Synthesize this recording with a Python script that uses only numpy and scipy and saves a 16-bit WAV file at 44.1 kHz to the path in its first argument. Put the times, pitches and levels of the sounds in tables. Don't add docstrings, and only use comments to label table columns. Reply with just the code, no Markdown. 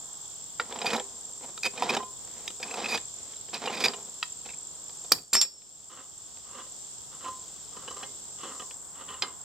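import sys
import numpy as np
from scipy import signal
from scipy.fft import rfft, irfft
from scipy.io import wavfile
from scipy.ndimage import uniform_filter1d

SR = 44100
rng = np.random.default_rng(int(sys.argv[2]) if len(sys.argv) > 2 else 0)


def ratio(d):
    e = np.asarray(d, float) / 20
    return 10 ** e


def dump_mix(stems):
    frames = np.atleast_2d(stems).T
    limited = np.clip(frames, -1, 1)
    pcm = np.round(limited * 32767).astype(np.int16)
    wavfile.write(sys.argv[1], SR, pcm)


N = 416289

# f/Hz, level/dB, T60/s
PIPE_MODES = [(239, 2.5, 0.079), (400, -11, 0.27), (508, 2, 0.057), (791, 1.5, 0.066), (983, 0.5, 0.063),
              (1306, 8.5, 0.0085), (1847, 4.5, 0.0074), (2590, -27, 0.0038), (2463, -3.5, 0.058),
              (3200, 3.5, 0.0088), (3650, 0.5, 0.025), (3947, -2.5, 0.028), (4420, -10, 0.021),
              (4963, -2, 0.016), (5210, -4.5, 0.026), (5980, -15, 0.046), (6970, -6, 0.013)]
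# f/Hz, level/dB, T60/s
FITTING_MODES = [(242, -2.5, 0.043), (420, -10, 0.024), (527, -1.5, 0.074), (784, -4, 0.1),
                 (1040, -11, 0.039), (1230, 6, 0.025), (1570, -5, 0.039), (1890, -0.5, 0.019),
                 (2157, -24, 0.18), (2920, 3, 0.0093), (3180, -13.5, 0.083), (3340, -6, 0.038),
                 (4040, -8, 0.043), (4660, -14, 0.01), (5270, -40, 0.027)]


def level(x, db):
    return x * ratio(db) / np.sqrt(np.mean(x ** 2))


def band(x, lo_hz, hi_hz):
    return signal.sosfilt(signal.butter(2, [lo_hz, hi_hz], "bandpass", fs=SR, output="sos"), x)


def decay(t, t60):
    return np.exp(-np.log(1000) * t / t60)


def ring(x, modes, damp):
    out = 0
    for hz, db, t60 in modes:
        q = max(hz * t60 * damp / 2.68, .5)
        out = out + ratio(db) * signal.lfilter(*signal.iirpeak(hz, q, fs=SR), x)
    return out


def walk(rate):
    k = int(SR / rate)
    held = np.repeat(rng.standard_normal(N // k + 1), k)
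    return 1.3 * uniform_filter1d(uniform_filter1d(held, k), k)[:N]


def ports(x, lag, pan_db):
    late = irfft(rfft(x) * np.exp(-2j * np.pi * np.arange(N // 2 + 1) * lag / N), N)
    return np.array([late * ratio(pan_db / 2), x * ratio(-pan_db / 2)])


def add(out, s, x):
    i = int(s * SR)
    out[i:i + len(x)] += x[:N - i]


def hits(events, modes, crack_db, tail_ms, spot_db, spot_t60, top_db, flank_db, overtone_db=-60):
    strike, scatter_db, overtone = 5, 3, 1.92
    out, t = np.zeros(N), np.arange(SR // 6) / SR
    hz, db, t60 = np.transpose(modes)[:, :, None]
    for s, peak_db, body_db, edge_db, spot_hz, contact_ms in events:
        chance = rng.standard_normal((2, len(hz), 1))
        grit = rng.standard_normal(len(t))
        tones = ratio(db + scatter_db * chance[0]) * np.sin(2 * np.pi * hz * (1 + 0.016 * chance[1]) * t)
        spot = np.sin(2 * np.pi * spot_hz * t)
        spot = spot + ratio(overtone_db) * np.sin(2 * np.pi * overtone * spot_hz * t)
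        response = np.sum(tones * decay(t, t60), axis=0) + ratio(spot_db) * spot * decay(t, spot_t60)
        force = grit * np.exp(-np.maximum(t * 1000 - contact_ms, 0) / tail_ms)
        force[0] += strike
        blow = signal.fftconvolve(force, response)[:len(t)] + ratio(crack_db) * force
        bands = ((360, 2640, body_db + flank_db), (1557, 5440, peak_db),
                 (3600, 7020, edge_db + flank_db), (6560, 11700, edge_db + top_db))
        for lo_hz, hi_hz, part_db in bands:
            part = band(blow, lo_hz, hi_hz)
            add(out, s - .0006, part * ratio(part_db) / np.max(np.abs(part)))
    return out


def effort(row, t):
    grip, release, start_db, end_db = row[:4]
    grip_db_per_s, release_db_per_s = 1502, 291
    load_db = np.interp(t, [grip, release], [start_db, end_db])
    load_db = load_db - grip_db_per_s * np.maximum(grip - t, 0)
    return load_db - release_db_per_s * np.maximum(t - release, 0)


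def scrape(pulls, modes, slips, grit_db, damp, under_db, grind_hz, chatter_hz, patchy_db):
    size = ratio(grit_db * rng.exponential(size=N)) * rng.standard_normal(N)
    force = (rng.random(N) < slips / SR) * size
    body = ring(force * ratio(patchy_db * walk(60)), modes, damp)
    t = np.arange(N) / SR
    loads = [ratio(effort(row, t)) for row in pulls]
    grind = sum(loads)
    chatter = sum(ratio(row[-1]) * load for row, load in zip(pulls, loads))
    low = level(band(band(body, *grind_hz), *grind_hz), under_db)
    high = level(band(body, *chatter_hz), under_db)
    return grind * low + chatter * high


def crickets():
    # stroke/ms, level/dB, weak stroke/dB, left minus right/dB, left lag/samples
    singers = [(6.5, -46, -5.5, -3.5, -0.15), (3.1, -51.5, -25, 7.5, 0.5), (3.6, -84, 6, -17, 3),
               (3.1, -55.5, 18, -5.5, -1.5), (9.1, -63, -10, 20.5, 2.5), (3, -74, 10, -24.5, -8),
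               (2.4, -63, -7.5, -5.5, 1.5)]
    # wing f/Hz, stroke rate/Hz
    songs = [(7420, 47.2), (7560, 74), (7680, 60.5), (7350, 119), (8150, 84), (5250, 66), (3420, 150)]
    out = 0
    for (hz, rate), (ms, db, weak_db, pan_db, lag) in zip(songs, singers):
        beat = np.cumsum(rate * (1 + 0.021 * walk(3) + 0.0397 * walk(30))) / SR
        stroke = beat.astype(int)
        since = beat % 1 / rate * 1000 / ms
        chance_db = 2.8 * rng.standard_normal(N // 100)[stroke] + 1.7 * walk(1.785)
        size = ratio(weak_db * (stroke % 2) + chance_db)
        sag = 0.0086 * (np.minimum(since, 2) - 1)
        wing = np.sin(2 * np.pi * np.cumsum(hz * (1 + 0.0098 * walk(15) - sag)) / SR)
        song = size * since * np.exp(-1.6 * since ** 2) * wing
        out = out + ports(level(song, db), lag, pan_db)
    return out


def field():
    # f/Hz, spectral level/dB
    air = [(15, -42), (25, -9.5), (76, 1.5), (273, -3), (395, -4), (547, -4), (723, -1.5), (1500, -10),
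           (2300, -18.5), (2900, -14), (3340, -8), (3930, -7.5), (5320, -2.5), (6400, -2.5), (8320, -32),
           (14100, -120)]
    # f/Hz, spectral level/dB
    chorus = [(5800, -47), (6400, -26.5), (7000, -4.5), (7500, 0), (8300, -8.5), (8900, -18), (9500, -30),
              (10900, -58), (11200, -26.5), (15400, -25.5), (16000, -45)]
    # f/Hz, level/dB
    width = [(60, -1), (110, -1), (200, 2), (380, 0.5), (700, -3.5), (1290, -2), (2380, -2), (4400, -1.5),
             (8120, -2), (15000, -0.5)]
    air_db, chorus_db, flicker_db = -52, -48, 1.3
    log_hz = np.log(np.arange(N // 2 + 1) * SR / N + 1)

    def colour(table):
        hz, db = np.transpose(table)
        return ratio(np.interp(log_hz, np.log(hz), db))

    def flickering(tone):
        out = 0
        for centre in range(3, 11):
            window = np.clip(1 - np.abs(log_hz - centre), 0, 1)
            noise = irfft(tone * rfft(rng.standard_normal(N)) * window, N)
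            out = out + noise * ratio(flicker_db * walk(3.892))
        return out

    shape = 0
    for table, db in ((air, air_db), (chorus, chorus_db)):
        shape = shape + ratio(db) * colour(table) / np.linalg.norm(colour(table))
    mid, side = flickering(shape), flickering(shape * colour(width))
    return np.sqrt(N) * np.array([mid + side, mid - side])


def ducking(t):
    drop_s, field_db = 5.12, -2.5
    depth_db, fall_s, back_s = -23.5, 0.15, 0.54
    since = np.maximum(t - drop_s, 0)
    return ratio(field_db + depth_db * (np.exp(-since / back_s) - np.exp(-since / fall_s)))


def living_field():
    # t/s, share gone (0-1)
    hush = [(8.72, 0), (8.76, .42), (9.44, .42)]
    t = np.arange(N) / SR
    living = crickets() + field()
    low_insects = signal.butter(3, [2500, 6900], "bandpass", fs=SR, output="sos")
    living -= np.interp(t, *np.transpose(hush)) * signal.sosfiltfilt(low_insects, living)
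    return ducking(t) * living


def clanks():
    # t/s, peak level/dB, crack level/dB, rise/ms
    blows = [
        (0.5976, -14, -20, .8),
        (4.2281, -12.5, -12.5, 0.26),
        (9.2218, -12.5, -2.5, .9),
        (1.8225, -12, -22, 1.2),
    ]
    # f/Hz, level/dB, T60/s
    handle = [(490, -11.5, 0.11), (770, -9, 0.043), (1380, 6.5, 0.023), (1820, -10.5, .05),
              (1920, -3, 0.034), (2320, -3, 0.022), (2740, -9, .025), (3500, -13, .025), (3800, -6, .02),
              (4660, -8, .03)]
    hook = [(990, -17.5, 0.083), (1280, -3.5, .03), (1878, -6, 0.033), (2600, 2.5, 0.023), (3270, 3, 0.018),
            (3900, -2, .02), (4530, -10, 0.014), (4960, -9, 0.037)]
    collar = [(830, -11, 0.075), (1000, -16, 0.38), (1277, -11, 0.09), (1615, -9, 0.1), (2100, -10, 0.18),
              (2470, -1, 0.04), (2820, -3, .04), (3080, -5, 0.13), (3300, 2.5, .03), (3650, 0, 0.045),
              (4070, 7, 0.039), (4970, 9, 0.042)]
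    jaw = [(500, -14, .06), (760, 0, .04), (980, -2, .06), (1250, -10, .03), (2450, -14, .05),
           (3500, -16, .02)]
    out, t = np.zeros(N), np.arange(SR // 3) / SR
    for (s, peak_db, crack_db, rise_ms), modes in zip(blows, (handle, hook, collar, jaw)):
        hz, db, t60 = np.transpose(modes)[:, :, None]
        tones = ratio(db) * np.sin(2 * np.pi * (hz * t + rng.random(hz.shape))) * decay(t, t60)
        crack = ratio(crack_db) * 4 * band(rng.standard_normal(len(t)), 900, 6000) * np.exp(-t / 0.006)
        blow = np.minimum(t * 1000 / rise_ms, 1) * (np.sum(tones, axis=0) + crack)
        add(out, s, blow * ratio(peak_db) / np.max(np.abs(blow)))
    return out


def hauls():
    # grip t/s, release t/s, grind level/dB at grip, at release, chatter over grind/dB
    pulls = [(.605, .63, -34, -56.5, -3), (.64, .95, -48.5, -30.5, -7), (1.41, 1.49, -50.5, -53, -6.5),
             (1.74, 1.84, -48, -34, -3), (1.86, 1.9, -36, -29, -6), (1.92, 1.99, -36, -37.5, -14),
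             (2.62, 2.945, -46, -34, -4), (3.535, 3.58, -40, -41, -0.5), (3.62, 3.87, -42, -33, -4),
             (4.462, 4.48, -46, -51.5, 1)]
    swings = [
        (1.053, 1.297, -60, -60, -16),
        (2.2, 2.447, -58.5, -52, -2),
        (3.15, 3.314, -60, -54, -2),
        (3.932, 4.182, -52, -63, -9),
    ]
    return scrape(pulls + swings, PIPE_MODES, slips=2900, grit_db=1.5, damp=0.42, under_db=-2.0,
                  grind_hz=(140, 900), chatter_hz=(2050, 7300), patchy_db=2.6)


def jaws():
    # t/s, peak level/dB, body level/dB, edge level/dB
    seats = [(0.7602, -42, -34, -54), (0.7897, -39, -40, -54), (0.8173, -28, -25.5, -56),
             (0.8458, -38, -23.5, -49), (0.9048, -19, -31, -43), (0.962, -36, -28, -22.5),
             (0.9803, -41, -25.5, -39), (0.9991, -34, -26.5, -51), (1.7769, -27.5, -32, -55),
             (1.832, -26, -26, -36), (1.9674, -19.5, -18.5, -44), (2.0288, -42, -30.5, -55),
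             (2.6003, -40, -36, -42), (2.7988, -28.5, -33, -57), (2.9752, -23.5, -40, -34),
             (3.486, -42, -45, -57), (3.6584, -24, -26.5, -44), (.9485, -40, -20.5, -40),
             (3.650, -40, -29, -52), (3.698, -44, -28, -50), (3.871, -38, -30, -36), (5.045, -44, -43, -48)]
    # t/s, peak level/dB, body level/dB, edge level/dB
    teeth = [(1.9371, -24, -35, -32), (2.6822, -36, -54, -50), (2.7093, -27, -31.5, -36),
             (2.742, -43, -24, -31.5), (2.8584, -19.5, -37, -38), (3.5465, -24.5, -36, -26),
             (4.4535, -41, -48, -51), (4.4899, -34.5, -44, -43), (4.5024, -37, -50, -48),
             (4.535, -40.5, -59, -55)]
    # t/s, peak level/dB, body level/dB, edge level/dB, ring f/Hz
    clinks = [(.726, -27, -26.5, -42, 3460), (1.5778, -28.5, -36.5, -30.5, 1260),
              (1.9501, -17, -28, -21, 1650), (2.4792, -20.5, -37, -23, 3340), (2.5044, -34, -37, -52, 1220),
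              (3.3366, -37.5, -44, -49, 3230), (3.364, -47, -54, -42, 1200),
              (3.5434, -23, -39, -27.5, 4900), (3.6748, -39, -20.5, -46, 1070),
              (3.8831, -16, -25, -19.5, 4900), (3.9364, -27, -51, -57, 1210),
              (4.896, -38.5, -42.5, -38, 3400)]
    bounces = [(5.134, -22, -38, -25, 5100), (5.186, -41.5, -54, -44, 2590), (5.336, -19, -30, -17.5, 4200),
               (5.344, -20, -28, -24, 1100), (5.367, -24, -29, -19, 2390), (5.4512, -37, -44, -40, 600),
               (5.62, -48, -64, -54, 4050)]
    ticks = [(0.7612, -34, -46, -48, 3200), (0.7894, -31.5, -46, -46, 3200), (.8173, -21, -38, -42, 3280),
             (.8458, -32, -42, -43, 2480), (0.866, -19, -34, -20.5, 4820), (.9345, -22, -19, -28, 800),
             (0.9985, -25.5, -46, -40, 3300), (1.8228, -21, -40, -30, 2450), (2.741, -27, -37, -36, 2520),
             (3.8057, -21.5, -31, -26, 3600)]
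    # t/s, peak level/dB, body level/dB, edge level/dB, contact/ms
    skids = [(0.8588, -17.5, -35, -26, 11.5), (0.9304, -27, -22.5, -29, 15), (1.633, -18, -36, -22, 2.5),
             (1.6445, -20, -28, -31, 4.3), (1.6536, -16, -26, -20.5, 14), (1.6626, -24, -27, -35, 11),
             (1.894, -16.5, -30, -26.5, 12), (2.6295, -22.5, -33, -28, 5), (2.843, -22, -34, -32, 5),
             (2.8856, -25, -35, -27, 41), (2.9111, -20.5, -25, -34, 25), (2.9386, -21.5, -54, -24, 19.5),
             (3.5336, -33, -45, -45, 35), (3.7294, -26.5, -30, -34, 26), (3.7706, -28, -48, -35, 11),
             (3.8017, -26.5, -36, -27, 29), (3.8401, -12, -22.5, -17, 11), (3.8507, -16, -26, -18.5, 7.5),
             (3.860, -12.5, -29, -22, 1), (.872, -23, -29, -36, 21)]
    bites = [row + (838, 4.4) for row in seats] + [row + (2596, 3.4) for row in teeth]
    clicks = [row + (0.67,) for row in clinks + bounces + ticks]
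    slides = [row[:4] + (2522,) + row[4:] for row in skids]
    bite = hits(bites, PIPE_MODES, crack_db=29.0, tail_ms=4.2, spot_db=11.0, spot_t60=0.028,
                top_db=-15, flank_db=1.0)
    click = hits(clicks, PIPE_MODES, crack_db=29, tail_ms=2.5, spot_db=12, spot_t60=.011,
                 top_db=-19.0, flank_db=1.5)
    slide = hits(slides, PIPE_MODES, crack_db=29.5, tail_ms=4, spot_db=12.0, spot_t60=0.022,
                 top_db=-15.0, flank_db=2.0, overtone_db=-11)
    return bite + click + slide


def fitting_knocks():
    # t/s, peak level/dB, body level/dB, edge level/dB, ring f/Hz
    knocks = [(6.59, -46, -40, -56, 1200), (6.6665, -52, -50, -56, 600), (7.2449, -34, -36, -51, 1040),
              (7.2832, -37, -32.5, -41, 1050), (7.7675, -38, -36.5, -45, 1260),
              (7.8788, -29.5, -33, -55, 1100), (7.9086, -34, -34.5, -40, 1160),
              (7.967, -32.5, -36, -46, 1200), (8.0304, -29.5, -37, -47, 800), (8.4345, -35, -36, -41, 1220),
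              (8.55, -42, -54, -46, 1140), (8.5974, -31.5, -33, -61, 1230), (8.6206, -38, -38, -53, 1150),
              (7.26, -44, -35, -56, 1030), (9.0895, -35.5, -44, -58, 3090), (9.1403, -41, -42, -58, 2900),
              (9.105, -39, -35.5, -58, 1170), (3.678, -24, -50, -45, 2820), (3.94, -33, -36, -57, 1020),
              (2.0, -45, -33, -55, 1030)]
    contact_ms = 5.6
    return hits([row + (contact_ms,) for row in knocks], FITTING_MODES, crack_db=26.5, tail_ms=4.4,
                spot_db=10.0, spot_t60=0.043, top_db=-32, flank_db=2.6)


def drop():
    # t/s, blow level/dB, ring level/dB, free ring/s, level left once damped/dB
    landings = [
        (5.119, -4, 7, 0.0034, -30.5),
        (5.3310, -16, 4.5, .020, -52),
        (5.351, -11.5, 0.5, 0.056, -21),
        (5.4125, -9, 3, 0.022, -23),
    ]
    # f/Hz, T60/s, level/dB on each of the four landings
    wrench = [(2400, .12, -33, -36, -40, -42), (2616, .2, -52, -41, -41, -46),
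              (3550, .11, -40, -43, -36, -33), (4200, .1, -42, -35, -40, -38),
              (4628, .4, -21, -31, -39, -35), (5028, .3, -33, -39, -42, -46),
              (5396, .7, -29, -38, -21, -32), (6105, .15, -32, -34, -39, -38),
              (7335, .3, -38, -22, -26, -20), (8180, .2, -36, -29, -39, -37),
              (10220, .1, -40, -38, -40, -46), (11550, .12, -48, -44, -56, -55),
              (12670, .4, -52, -51, -60, -39), (14180, .2, -34, -33, -46, -54)]
    crack_centres = [4900, 5560, 2200, 4440]
    thuds = [-8, -22, -17.5, -28]
    thud_leads = [.0018, 0.00246, 0.0007, 0.0029]
    pad_damping = [0.0063, .006, 0.0055, 0.0088]
    sparks = [-1, -8, -20, -12]
    ring_rise_s, rattle_db, rattle_s = .0015, -20, 0.043
    out, t = np.zeros(N), np.arange(SR // 2) / SR
    hz, t60, *mode_levels = np.transpose(wrench)[:, :, None]
    settings = zip(landings, crack_centres, mode_levels, thuds, thud_leads, pad_damping, sparks)
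    for landing, crack_hz, db, thud_db, lead_s, damp_s, spark_db in settings:
        s, blow_db, ring_db, free_s, rest_db = landing
        tones = ratio(db + ring_db) * np.sin(2 * np.pi * hz * (t + int(s * SR) / SR)) * decay(t, t60)
        tones = np.minimum(t / ring_rise_s, 1) * tones
        damped = ratio(rest_db) + np.exp(-np.maximum(t - free_s, 0) / damp_s)
        grit = rng.standard_normal((3, len(t))) * np.minimum(t / 0.0025, 1)
        crack = 2.9 * band(grit[0], 0.87 * crack_hz, 1.39 * crack_hz)
        crack = crack + 1.23 * band(grit[0], crack_hz, 10600) + ratio(spark_db) * band(grit[0], 8400, 13800)
        crack = crack * np.exp(-t / 0.0027)
        rattle = band(grit[2], 600, 6000) * damped + 0.14 * band(grit[2], 9900, 13700)
        rattle = ratio(rattle_db) * rattle * np.exp(-t / rattle_s)
        thud = 7.9 * band(grit[1], 380, 1300) * np.exp(-t / 0.0021)
        thud = thud + 0.22 * band(grit[1], 70, 630) * np.exp(-t / 0.037)
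        add(out, s, np.sum(tones, axis=0) * damped + ratio(blow_db) * (crack + rattle))
        add(out, s - lead_s, ratio(thud_db) * thud)
    return out


def hand_turns():
    # grip t/s, release t/s, grind level/dB at grip, at release, chatter over grind/dB
    turns = [(5.905, 6.0, -49.5, -44, -7), (6.45, 6.6, -59, -39.5, -6.5), (7.12, 7.15, -49, -51, -8),
             (7.2, 7.28, -49.5, -38, -6.5), (7.73, 8.046, -50.5, -46, -11), (8.385, 8.44, -51, -41.5, -1.5),
             (8.45, 8.52, -42, -40, -9.5), (8.55, 8.63, -48, -75, -20), (8.95, 9.02, -51, -42, -5),
             (9.085, 9.15, -40.5, -43, -4), (9.232, 9.3, -30.5, -49, -7.5)]
    return scrape(turns, FITTING_MODES, slips=5000, grit_db=0.1, damp=0.58, under_db=-6.0,
                  grind_hz=(170, 1600), chatter_hz=(2400, 4600), patchy_db=1.1)


def pings():
    # t/s, peak level/dB, body level/dB, edge level/dB, ring f/Hz, contact/ms
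    dry_ticks = [
        (6.3732, -40, -46, -48, 2000, .4),
        (8.7109, -33, -42, -44, 2880, .6),
    ]
    return hits(dry_ticks, FITTING_MODES, crack_db=30, tail_ms=1.5, spot_db=4, spot_t60=.012,
                top_db=-15, flank_db=1.5)


def well_string(haul, knock, rub):
    # f/Hz, level/dB, T60/s
    string_modes = [(82, 15, .6), (335, 0, .5), (410, -2, .5), (1030, 3, .4), (2110, -6, .25),
                    (3000, -2, .15)]
    return ring(ratio(3) * haul + ratio(9) * knock + ratio(3.5) * rub, string_modes, 1.)


def yard(work):
    t = np.arange(SR // 4) / SR
    scatter = rng.standard_normal((2, len(t))) * decay(t, 0.21) * (t > .003)
    scatter = scatter / np.sqrt(np.sum(scatter[0] ** 2))
    return signal.fftconvolve(work[None], scatter, axes=1)[:, :N]


def scene():
    yard_db, work_lag, work_pan_db = -14, 0.99, -2
    living = living_field()
    haul, knock, rub = hauls(), fitting_knocks(), hand_turns()
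    work = clanks() + haul + jaws() + knock + drop() + rub + pings()
    work = work + well_string(haul, knock, rub)
    return ports(work, work_lag, work_pan_db) + ratio(yard_db) * yard(work) + living


def low_pass(x):
    return signal.sosfilt(signal.butter(12, 17320, fs=SR, output="sos"), x)


def record(dry):
    return low_pass(dry)


dry = scene()
out = record(dry)
dump_mix(out)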